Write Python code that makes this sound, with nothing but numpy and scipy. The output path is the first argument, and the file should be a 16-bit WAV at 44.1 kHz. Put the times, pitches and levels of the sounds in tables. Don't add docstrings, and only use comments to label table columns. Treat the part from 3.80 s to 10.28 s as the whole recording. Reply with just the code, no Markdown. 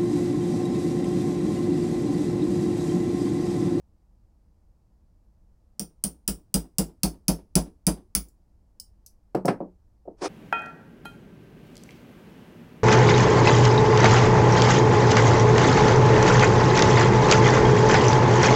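import sys
import numpy as np
from scipy import signal
from scipy.fft import rfft, irfft
from scipy.io import wavfile
from scipy.ndimage import uniform_filter1d

SR = 44100
rng = np.random.default_rng(int(sys.argv[2]) if len(sys.argv) > 2 else 0)


def int16_out(signal):
    q = np.round(np.clip(np.atleast_2d(signal).T, -1, 1) * 32767)
    wavfile.write(sys.argv[1], SR, q.astype(np.int16))


N = 285864
AGE_S = np.arange(SR // 2) / SR


def from_db(db):
    return 10 ** (np.asarray(db) / 20)


def decay(t60_s):
    return np.exp(-np.log(1000) * AGE_S / t60_s)


def swell(rise_s):
    return 1 - np.exp(-(AGE_S / rise_s) ** 2)


def unit(x):
    return x / np.sqrt(np.sum(x ** 2) / (SR / 20) + 1e-20)


def tone(hz, t60_s):
    return np.sin(2 * np.pi * hz * AGE_S) * decay(t60_s)


def noise(spectrum, size=len(AGE_S)):
    hz, db = np.transpose(spectrum)
    bins_hz = np.maximum(np.fft.rfftfreq(size, 1 / SR), 1)
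    colour = from_db(np.interp(np.log(bins_hz), np.log(hz), db))
    low_cut = np.minimum(bins_hz / hz[0], 1)
    x = irfft(rfft(rng.standard_normal(size)) * colour * low_cut, size)
    return x / np.std(x)


def ringing(modes, vary_db, detune):
    out = 0
    for k, (hz, db, t60_s) in enumerate(modes):
        strength, shift = rng.standard_normal(2)
        out += (-1) ** k * from_db(db + vary_db * strength) * tone(hz * (1 + detune * shift), t60_s)
    return out


def add(track, start_s, sound):
    start = int(round(start_s * SR))
    track[start:start + len(sound)] += sound[:N - start]


def workshop(x, wet_db, t60_s, rise_s):
    envelope = swell(rise_s) * (decay(t60_s) + from_db(-30) * decay(0.31))
    tail = rng.standard_normal(len(AGE_S)) * envelope
    wet = signal.fftconvolve(x, tail / np.linalg.norm(tail))[:len(x)]
    return x + from_db(wet_db) * wet


# freq_hz, density_db
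AIR_SPECTRUM = [(20, -1.5), (48, 0), (100, -8.5), (135, -18.5), (205, -15), (260, -25.5), (325, -22),
                (390, -32), (450, -29), (900, -33.5), (1500, -45.5), (3500, -54), (4900, -49),
                (16000, -57.5)]


def room_air():
    return from_db(-58.5) * noise(AIR_SPECTRUM, size=N)


# time_s, level_db
BOLT_ENVELOPE = [(6.37, -78), (6.39, -59.5), (6.406, -58), (6.422, -33), (6.46, -26), (6.48, -43)]
# freq_hz, density_db
BOLT_SPECTRUM = [(200, -17), (300, 16), (450, 10), (900, 8.5), (1500, -2.5), (3700, -10), (5400, -2),
                 (7200, -13), (9800, -15.5), (11500, -37), (16000, -37)]


def bolt_slide():
    time_s, level_db = np.transpose(BOLT_ENVELOPE)
    envelope = from_db(np.interp(np.arange(N) / SR, time_s, level_db, left=-200))
    return envelope * noise(BOLT_SPECTRUM, size=N)


# start_s, relative_db, grip_pitch_ratio, scratch_re_ring_db
TOOL_TICKS = [(4.485, -63, 1.4, -8), (4.999, -41.5, 0.99, -14), (5.262, -50.5, 1.19, -2.5),
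              (5.549, -55, 0.82, -5.5), (5.655, -39.5, .97, -0.5), (5.679, -53, 1.1, 8)]
# freq_hz, level_db, t60_s
LOOSE_PUNCH_MODES = [(3040, -23, 0.05), (4280, -11.5, 0.013), (4993, -0.5, 0.018), (5490, 0, 0.021),
                     (6550, -1, 0.013), (7770, -2, .02), (9300, -1, 0.021), (9660, -1.5, 0.026),
                     (10900, -5.5, 0.025), (13520, 1, .01), (15260, 4.5, 0.01)]
# freq_hz, density_db
STEEL_SPECTRUM = [(2000, -30.5), (3900, -19), (4850, -0.5), (5400, -0.5), (6200, -4.5), (7100, -10),
                  (8400, -1.5), (10200, -4.5), (11300, -7.5), (13300, -16.5), (14600, -9), (15600, -12.5),
                  (16000, -19), (17000, -23.5)]


def tool_ticks():
    out = np.zeros(N)
    for start_s, relative_db, pitch_ratio, scratch_db in TOOL_TICKS:
        modes = np.array(LOOSE_PUNCH_MODES) * [pitch_ratio, 1, 1]
        ring = unit(ringing(modes, vary_db=2, detune=0.002) * swell(0.00071))
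        scratch = unit(noise(STEEL_SPECTRUM) * swell(0.00072) * decay(0.064))
        tick = from_db(relative_db - 4) * unit(ring + from_db(scratch_db) * scratch)
        add(out, start_s, workshop(tick, wet_db=-7.5, t60_s=0.16, rise_s=0.0039))
    return out


# start_s, level_db, click_re_knock_db
WOOD_KNOCKS = [(5.5475, -24, -19), (5.6490, -25, -23), (5.6802, -21.5, -9), (5.7053, -33.5, -43),
               (5.804, -32, -35), (6.253, -56.5, -40), (6.276, -39.5, -61), (6.4178, -38.5, -10.5)]
# freq_hz, level_db, t60_s
WORKBENCH_MODES = [(118, -11, 0.34), (146.6, 2, 0.11), (182.3, -3.5, 0.28), (219.3, -12, 0.18),
                   (322.6, -2.5, 0.15), (325, -4, 0.019), (425, -4, 0.043), (436, -8, 0.16),
                   (544, 5, 0.079), (611, 4.5, 0.046), (672, 5.5, 0.04), (735, 3.5, 0.049), (903, -9, 0.16),
                   (1040, -16.5, 0.061), (1287, -9.5, 0.13)]
# freq_hz, density_db
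WOOD_SPECTRUM = [(90, -9.5), (170, 3.5), (350, 7), (700, -4.5), (1100, -8.5), (2000, -16.5), (3500, -29),
                 (8000, -33)]
# freq_hz, density_db
CLICK_SPECTRUM = [(200, -6), (750, 15), (1400, 1), (2600, -2.5), (3700, -15), (5200, -8.5), (7000, -26),
                  (9000, -14.5), (14000, -48)]


def bench_knocks():
    heavy_db, low_hz_per_db = -24.5, 7.5
    out = np.zeros(N)
    for start_s, level_db, click_db in WOOD_KNOCKS:
        modes = unit(ringing(WORKBENCH_MODES, vary_db=2.5, detune=0.013))
        dense = unit(noise(WOOD_SPECTRUM) * (decay(0.077) + from_db(4.5) * decay(0.19)))
        low_hz = 130 + low_hz_per_db * max(heavy_db - level_db, 0)
        high_hz = 794 + 3350 * from_db(click_db)
        contact = signal.butter(3, [low_hz, high_hz], "band", fs=SR, output="sos")
        knock = unit(signal.sosfilt(contact, modes + from_db(1) * dense))
        click = unit(noise(CLICK_SPECTRUM) * swell(0.00041) * decay(0.097))
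        add(out, start_s, from_db(level_db) * knock)
        add(out, start_s + 0.001, from_db(level_db + click_db) * click)
    return out


# freq_hz, level_db
CLAMPED_STOCK_MODES = [(166, 8.5), (260, -1), (318, -6.5), (346, -11.5), (410, -20.5), (452, -9),
                       (565, -10.5), (712, -17.5), (775, -19), (912, -16), (1040, -29.5), (1365, -22.5),
                       (2140, -32.5)]
# freq_hz, density_db
STOCK_SPECTRUM = [(110, -15), (170, 8.5), (330, 11.5), (550, -6.5), (900, -14.5), (1200, -20), (2000, -41),
                  (4000, -57.5)]


def stock_thud(push_db):
    note_hz = 186.5 - push_db
    level_db = -25.5 + push_db
    upper_db = 0.13 * (level_db + 18)
    note = unit(tone(note_hz, t60_s=0.085) * swell(0.018))
    damped = [(hz, db, 0.18) for hz, db in CLAMPED_STOCK_MODES]
    modes = unit(ringing(damped, vary_db=1.33, detune=0.006) * swell(0.0046))
    dense = unit(noise(STOCK_SPECTRUM) * swell(0.0072) * decay(0.24))
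    return from_db(level_db) * unit(note + from_db(upper_db) * (modes + from_db(-7) * dense))


def rest_sway(force_db):
    return from_db(-32 + 2.4 * force_db) * unit(tone(hz=52.6, t60_s=0.2) * swell(0.018))


# freq_hz, density_db
RATTLE_SPECTRUM = [(250, -13), (450, 5), (750, 2.5), (950, -2), (1200, -11.5), (2200, -18), (4000, -20),
                   (9000, -58.5)]


def rest_rattle():
    return unit(noise(RATTLE_SPECTRUM) * swell(0.0082) * decay(0.15))


def rest_rebound():
    bump = unit(noise(STOCK_SPECTRUM) * swell(0.0047) * decay(0.2))
    rattle = unit(noise(RATTLE_SPECTRUM) * swell(0.009) * decay(0.13))
    return bump + from_db(-10) * rattle


# freq_hz, density_db
CLACK_SPECTRUM = [(700, -11), (1300, 3.5), (1800, -4.5), (2400, -4), (2950, -1), (3600, -0.5), (5000, -16)]


def action_clack(pitch_hz):
    spread = unit(noise(CLACK_SPECTRUM) * swell(0.0015) * decay(0.07))
    centre = unit(tone(pitch_hz, t60_s=0.012) * swell(0.0004))
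    return unit(spread + from_db(-3.5) * centre)


# freq_hz, level_db
SEATED_PUNCH_MODES = [(5100, 1.5), (5600, -4.5), (6200, -9), (7500, -11), (8400, -2.5), (9200, -0.5),
                      (10700, 1), (11900, -10), (13000, -1.5), (14500, -6)]


def steel_crack(force_db, give_db, ring_db):
    grip_t60_s, ping_hz = 0.0045, 15500
    ring_hz = 10048 + 128 * force_db
    ping_db = -10.5 - 0.8 * give_db
    damped = [(hz, db, grip_t60_s) for hz, db in SEATED_PUNCH_MODES]
    modes = unit(ringing(damped, vary_db=3.25, detune=0.013) * swell(0.00026))
    chatter = unit(noise(STEEL_SPECTRUM) * swell(0.0004) * (decay(0.015) + from_db(-13) * decay(0.05)))
    ring = unit(tone(ring_hz, grip_t60_s) * swell(0.001))
    ping = unit(tone(ping_hz, grip_t60_s) * swell(0.001))
    return unit(from_db(-6.5) * modes + chatter) + from_db(ring_db) * ring + from_db(ping_db) * ping


# start_s, force_re_firm_blow_db, give_into_stock_db, ring_re_crack_db
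HAMMER_TAPS = [(1.9951, -9, -2, -3.5), (2.2387, -6, -2, 2), (2.4776, -2, -4, -12), (2.7416, 0, 1, -9.5),
               (2.9837, -1.5, 2.5, -4.5), (3.233, 0, 1, -9.5), (3.4816, 0, 4, -3), (3.7541, 1, 5, -1.5),
               (4.067, 0, 4, -3.5), (4.3506, -1, -8.5, -1)]


def hammer_taps():
    steel, body = np.zeros(N), np.zeros(N)
    for k, (start_s, force_db, give_db, ring_db) in enumerate(HAMMER_TAPS):
        clack_hz = 3180 - 105 * k
        clack_db = -43.5 + 1.3 * force_db - 0.25 * give_db
        crack = from_db(-28.5 + force_db) * steel_crack(force_db, give_db, ring_db)
        clack = from_db(clack_db) * action_clack(clack_hz)
        add(steel, start_s, workshop(crack + clack, wet_db=-3.5, t60_s=0.14, rise_s=0.0038))

        push_db = force_db + give_db
        rattle_db = -39.5 + 1.25 * push_db
        add(body, start_s + 0.002, stock_thud(push_db))
        add(body, start_s + 0.004, rest_sway(force_db))
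        add(body, start_s + 0.004, from_db(rattle_db) * rest_rattle())
        add(body, start_s + 0.098, from_db(rattle_db - 16) * rest_rebound())
    return steel, body


def scene():
    steel, body = hammer_taps()
    bench = workshop(body + bench_knocks() + bolt_slide(), wet_db=-12, t60_s=0.092, rise_s=0.011)
    return (steel + tool_ticks() + bench + room_air())[None]


def record(dry):
    return signal.sosfilt(signal.cheby2(16, 70, 17000, fs=SR, output="sos"), dry)


dry = scene()
out = record(dry)
int16_out(out)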